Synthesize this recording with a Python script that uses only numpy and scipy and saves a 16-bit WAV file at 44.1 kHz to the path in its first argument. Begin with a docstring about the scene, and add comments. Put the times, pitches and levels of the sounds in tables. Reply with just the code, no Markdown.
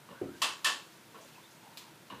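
"""The handle of a hand press is swung back in a hard-walled garage.
It knocks in its socket, the loose frame rattles, and something hollow thumps (0.2 s).
Two steel pawls drop into the ratchet and ring it, one after the other (0.42 s, 0.64 s).
The handle knocks again (1.15 s), a pawl ticks lightly (1.8 s), and last knocks follow (2.1 s).
Faint rubbing goes with the stroke, over quiet room noise."""
import sys
import numpy as np
from scipy import signal
from scipy.io import wavfile
from scipy.ndimage import uniform_filter1d

SR = 44100
rng = np.random.default_rng(int(sys.argv[2]) if len(sys.argv) > 2 else 0)


def store_wav(level_fs):
    """Save 16-bit WAV to argv[1]."""
    pcm = np.round(np.clip(np.atleast_2d(level_fs), -1, 1) * 32767)
    wavfile.write(sys.argv[1], SR, pcm.T.astype(np.int16))


N = 97020

# (time [s], level [dB], tilt [dB/oct], mode gain [dB], note [Hz], note width [Hz], note level [dB])
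PAWL_DROPS = [(.4177, -27, 0, 1, 1088, 297, -31.5), (.6448, -25.5, 0.13, 1, 1805, 134, -31)]
# dense ratchet ring (frequency [Hz], relative density [dB])
RATCHET_COLOUR = [(100, -37), (250, -15.5), (740, -10), (920, -3.5), (1180, -6.5), (1450, -5.5),
                  (2450, -8.5), (2690, 1), (2870, -4.5), (3080, -1), (3700, -5), (5000, -7.5),
                  (5900, -12.5), (7200, -11), (10000, -17.5), (15000, -30.5)]
# clear ratchet modes (frequency [Hz], t60 [s], relative level for pawl 1 [dB], for pawl 2 [dB])
RATCHET_MODES = [(988, .3, -42, -48), (1041, .42, -42, -38.5), (1123, .42, -40, -37), (1167, .38, -41, -48),
                 (1301, .35, -48, -42), (1686, .3, -55, -35), (1771, .28, -52, -30), (1817, .3, -41, -50),
                 (2651, .3, -34, -35), (2720, .32, -39, -42), (2810, .3, -41, -43), (2922, .3, -44, -41),
                 (3028, .26, -33, -44), (3082, .36, -44, -36), (3175, .3, -48, -41), (3318, .32, -43, -40),
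                 (4365, .32, -44, -46), (4759, .24, -50, -38), (7350, .16, -43, -50)]
# pawl seating just after contact (frequency [Hz], relative density [dB])
SEATING_COLOUR = [(500, -31), (2000, 6), (7500, 9), (15000, -4)]
# light pawl ticks (time [s], level [dB])
PAWL_TICKS = [(1.773, -48.5)]
# tick spectrum (frequency [Hz], relative density [dB])
PAWL_TICK_COLOUR = [(200, -15), (1200, -5), (2000, -6.5), (2500, -1.5), (4100, 0.5), (6000, -6.5),
                    (10000, -11), (15000, -12)]
# handle in its socket (time [s], level [dB], tilt [dB/oct])
HANDLE_KNOCKS = [(0.088, -53.5, -3), (0.103, -55, 1), (1.1443, -54, -1.5), (1.1845, -58.5, -5),
                 (2.1005, -46, 1.6), (2.123, -50, -4), (2.145, -63, 6.5)]
# dense handle ring (frequency [Hz], relative density [dB])
HANDLE_COLOUR = [(100, -39), (200, -8.5), (400, -3.5), (540, -0.5), (720, -7), (1050, 9), (1300, -8.5),
                 (1550, -7), (1780, -6), (2200, -16), (2850, -6), (3400, -18), (3900, -12.5), (4600, -24),
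                 (12000, -55)]
# clear handle modes (frequency [Hz], level re knock before tilt [dB], t60 [s])
KNOCK_MODES = [(500, -10, .2), (1020, -5, .2), (1112, -1, .26), (1765, -10, .2), (2830, -9, .18),
               (2960, -9, .18)]
# loose frame shifting under load (time [s], level [dB], pitch [Hz])
FRAME_THUDS = [(0.105, -48, 213), (.106, -48.5, 523), (1.151, -55, 1347), (1.163, -54, 499),
               (1.202, -55.5, 623), (1.243, -59, 544), (2.108, -52, 161), (2.123, -48.5, 199),
               (2.147, -52, 220.5)]
# hollow body (frequency [Hz], level [dB], t60 [s])
HOLLOW_MODES = [(75, -50, .25), (118, -45, .2), (164, -48, .25), (275, -35.5, .38), (323, -36, .14),
                (361, -38, .4), (412, -42, .25), (506, -40, .2), (620, -45, .2), (732, -44, .2)]
# thump spectrum (frequency [Hz], relative density [dB])
HOLLOW_COLOUR = [(50, -17), (80, -9), (200, -4.5), (350, 0.5), (720, -15.5), (880, -21.5), (3000, -32.5),
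                 (9000, -65)]
# turning parts (centre [s], half-length [s], pitch [Hz], level [dB], glide [Hz/s])
SQUEAKS = [(.175, .06, 1500, -57.5, 2500), (.275, .09, 1320, -61, 2000), (.35, .06, 1570, -60, 1800),
           (1.358, .02, 2620, -59.5, 0), (1.387, .042, 950, -57, -700), (1.445, .03, 3600, -61.5, 0),
           (1.657, .042, 865, -56, 0), (1.735, .06, 935, -63, 600), (1.87, .1, 935, -62.5, -1200)]
# steel sliding on steel (time [s], level [dB])
STEEL_SCUFFS = [(.362, -64), (.925, -66), (1.209, -59.5), (1.506, -63)]
# dry handle scrape (time [s], level [dB])
SCRAPE_LEVELS = [(0, -63.5), (.3, -62.5), (.41, -59), (.9, -61), (1.08, -62.5), (1.18, -60.5), (1.28, -59),
                 (1.37, -60), (1.59, -62.5), (1.68, -61), (1.95, -63), (2.2, -61.5)]
# scrape spectrum (frequency [Hz], relative density [dB])
SCRAPING_COLOUR = [(300, -1), (1500, 0), (3400, 4.5), (5500, -1), (8000, -3), (15000, -6.5)]
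# room noise and hiss (frequency [Hz], relative density [dB])
AIR_COLOUR = [(30, -55), (123, 5.5), (747, -4), (808, -8), (945, 1), (1080, -7.5), (1400, -3.5), (1870, -7),
              (2490, -9.5), (3230, -15), (14300, -21.5), (15500, -27)]
# reverberation (frequency [Hz], t60 [s])
GARAGE_T60 = [(150, 0.54), (500, 0.41), (1100, 0.37), (3000, 0.32), (7000, .35), (14000, 0.24)]

MODE_RISE_S = 0.0014


def pawls(seat_delay_s=0.0035, seat_db=-21, snap_db=14):
    """Each pawl rings the ratchet and seats with a crack; later one snaps lightly over a tooth."""
    out = np.zeros(N)
    for k, (s, db, tilt_db_oct, modes_db, note_hz, width_hz, note_db) in enumerate(PAWL_DROPS):
        clack = blow(RATCHET_COLOUR, t60_s=0.041, direct_db=-3.5, tilt_db_oct=tilt_db_oct, cut_hz=680)
        modes = [(hz, levels_db[k], t60_s) for hz, t60_s, *levels_db in RATCHET_MODES]
        add(out, s, amp(db) * clack)
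        add(out, s, amp(modes_db) * ring(modes, MODE_RISE_S))
        add(out, s, amp(note_db) * cluster(note_hz, width_hz, t60_s=0.26))
        add(out, s + seat_delay_s, amp(seat_db) * crack(SEATING_COLOUR, decay_s=0.00074))
    for s, db in PAWL_TICKS:
        add(out, s, amp(db) * blow(PAWL_TICK_COLOUR, t60_s=0.068, direct_db=6))
        add(out, s, amp(db + snap_db) * crack(PAWL_TICK_COLOUR, decay_s=0.0005))
    return out


def handle(pivot_hz=1000):
    """The bar knocks in its socket, each knock at its own level and brightness; the frame rattles."""
    out = np.zeros(N)
    for s, db, tilt_db_oct in HANDLE_KNOCKS:
        knock = blow(HANDLE_COLOUR, t60_s=0.1, direct_db=2.5, tilt_db_oct=tilt_db_oct)
        modes = [(hz, mode_db + tilt_db_oct * np.log2(hz / pivot_hz), t60_s)
                 for hz, mode_db, t60_s in KNOCK_MODES]
        add(out, s, amp(db) * (knock + ring(modes, rise_s=0.0012)))
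    for s, db, hz in FRAME_THUDS:
        add(out, s, amp(db) * cluster(hz, width_hz=156, t60_s=0.15))
    return out


def thump(start_s=0.2138, push_hz=365, push_peak_s=0.0062, push_db=-29, blow_db=-40):
    """Soft blow on something hollow: a few strong cycles, then low modes and room."""
    out, t = np.zeros(N), np.arange(SR) / SR
    swell = t / push_peak_s * np.exp((1 - (t / push_peak_s) ** 2) / 2)
    add(out, start_s, amp(push_db) * swell * np.sin(2 * np.pi * push_hz * t))
    add(out, start_s, ring(HOLLOW_MODES, rise_s=0.0074, scatter_cycles=0))
    add(out, start_s, amp(blow_db) * blow(HOLLOW_COLOUR, t60_s=0.032, direct_db=8.5))
    return out


def rubbing(roughness_db=0.5):
    """Friction as the handle is worked: faint squeaks, bright scuffs, dry scrape."""
    out, t = np.zeros(N), np.arange(N) / SR
    for centre_s, half_s, hz, db, glide_hz_per_s in SQUEAKS:
        squeak = fuzzy_tone(hz + glide_hz_per_s * (t - centre_s), width_hz=200)
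        swell = np.exp(-2 * ((t - centre_s) / half_s) ** 2)
        out += amp(db) * shaped(squeak, swell)
    for s, db in STEEL_SCUFFS:
        add(out, s, amp(db) * cluster(hz=6200, width_hz=3600, t60_s=0.41))
    noise = rng.standard_normal(N)
    flicker = unit(uniform_filter1d(rng.standard_normal(N), size=300))
    scrape = unit(coloured(noise * amp(roughness_db * flicker), SCRAPING_COLOUR))
    scrape_db = np.interp(t, *np.transpose(SCRAPE_LEVELS))
    return out + amp(scrape_db) * scrape


def reflections(taps_per_s=4400, wash=0.31, build_s=0.0022, hold_s=0.014,
                bass_build_s=0.016, bass_hz=3000, size=256):
    """Garage echoes: taps in a diffuse wash gather, hold and die; bass builds later, lasts longer."""
    t = np.arange(SR) / SR
    taps = rng.choice([-1., 1.], SR) * (rng.random(SR) < taps_per_s / SR)
    echoes = unit(unit(taps) + wash * rng.standard_normal(SR))
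    hz, frame_s, spectra = signal.stft(echoes, SR, nperseg=size)
    fall = decay(np.maximum(frame_s - hold_s, 0), lookup(GARAGE_T60, hz)[:, None])
    bass_rise = 1 - np.exp(-frame_s / bass_build_s) / (1 + (hz[:, None] / bass_hz) ** 2)
    tail = signal.istft(spectra * fall * bass_rise, SR, nperseg=size)[1][:SR]
    return tail * rise(t, build_s)


def air(noise_db=-58.5, hum_db=-72.5, lead_in=4096):
    """Steady room noise, microphone hiss and a faint wavering hum."""
    noise = unit(coloured(rng.standard_normal(N + lead_in), AIR_COLOUR)[lead_in:])
    return amp(noise_db) * noise + amp(hum_db) * fuzzy_tone(hz=331.7, width_hz=16)


def blow(colour, t60_s, direct_db, tilt_db_oct=0, cut_hz=20):
    """Short dense ring, thin below cut_hz, plus room, in the struck part's colour."""
    t = np.arange(SR) / SR
    burst = rng.standard_normal(SR) * decay(t, t60_s) * rise(t, rise_s=0.00015)
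    direct = signal.sosfilt(signal.butter(4, cut_hz, "high", fs=SR, output="sos"), burst)
    return coloured(amp(direct_db) * direct + reflections(), colour, tilt_db_oct)


def crack(colour, decay_s, size=2048):
    """Bright snap of steel on steel."""
    t = np.arange(size) / SR
    return coloured(rng.standard_normal(size) * np.exp(-t / decay_s), colour)


def ring(modes, rise_s, scatter_cycles=1):
    """Dying sines from (frequency [Hz], level [dB], t60 [s])."""
    out, t = np.zeros(SR), np.arange(SR) / SR
    for hz, db, t60_s in modes:
        phase = 2 * np.pi * (hz * t + scatter_cycles * rng.random())
        out += amp(db) * decay(t, t60_s) * np.sin(phase)
    return out * rise(t, rise_s)


def cluster(hz, width_hz, t60_s):
    """Close modes dying around one note."""
    t = np.arange(N) / SR
    return shaped(fuzzy_tone(hz, width_hz), decay(t, t60_s) * rise(t, MODE_RISE_S))


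def fuzzy_tone(hz, width_hz):
    """Noise in one steady or gliding resonance, rms 1."""
    pole = np.exp(-np.pi * width_hz / SR)
    noise = rng.standard_normal(N) + 1j * rng.standard_normal(N)
    wander = signal.lfilter([1], np.poly([pole, pole]), noise)
    carrier = np.exp(2j * np.pi * np.cumsum(hz * np.ones(N)) / SR)
    return unit((wander * carrier).real)


def coloured(x, colour, tilt_db_oct=0, size=4096):
    """Minimum-phase filter of unit energy with the given spectrum."""
    hz = abs(np.fft.fftfreq(size, 1 / SR))
    log_gain = np.log(amp(lookup(colour, hz) + tilt_db_oct * np.log2(hz + 20)))
    response = np.exp(np.conj(signal.hilbert(log_gain)))
    taps = np.fft.ifft(response).real[:size // 2]
    return signal.fftconvolve(x, taps / np.linalg.norm(taps))[:len(x)]


def shaped(tone, envelope):
    """Gives a tone an envelope's shape and energy."""
    return unit(tone * envelope) * np.sqrt(np.mean(envelope ** 2))


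def decay(t, t60_s):
    return np.exp(-np.log(1000) * t / t60_s)


def rise(t, rise_s):
    return 1 - np.exp(-t / rise_s)


def amp(db):
    return 10 ** (np.asarray(db) / 20)


def unit(x):
    """Scales to rms 1."""
    return x / np.sqrt(np.mean(x ** 2) + 1e-20)


def lookup(table, hz):
    """Interpolates over log frequency."""
    table_hz, values = np.transpose(table)
    return np.interp(np.log(hz + 1), np.log(table_hz + 1), values)


def add(mix, start_s, sound):
    part = mix[round(start_s * SR):][:len(sound)]
    part += sound[:len(part)]


def scene():
    """All sources, mono."""
    return (pawls() + handle() + thump() + rubbing() + air())[None]


def record(dry, low_cut_hz=60, edge_hz=15300):
    """Steep microphone bass cut, then band limit."""
    thin = signal.sosfilt(signal.butter(8, low_cut_hz, "high", fs=SR, output="sos"), dry)
    lowpass = signal.firwin(401, edge_hz, window=("kaiser", 8), fs=SR)
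    return signal.oaconvolve(thin, lowpass[None], "same")


dry = scene()
out = record(dry)
store_wav(out)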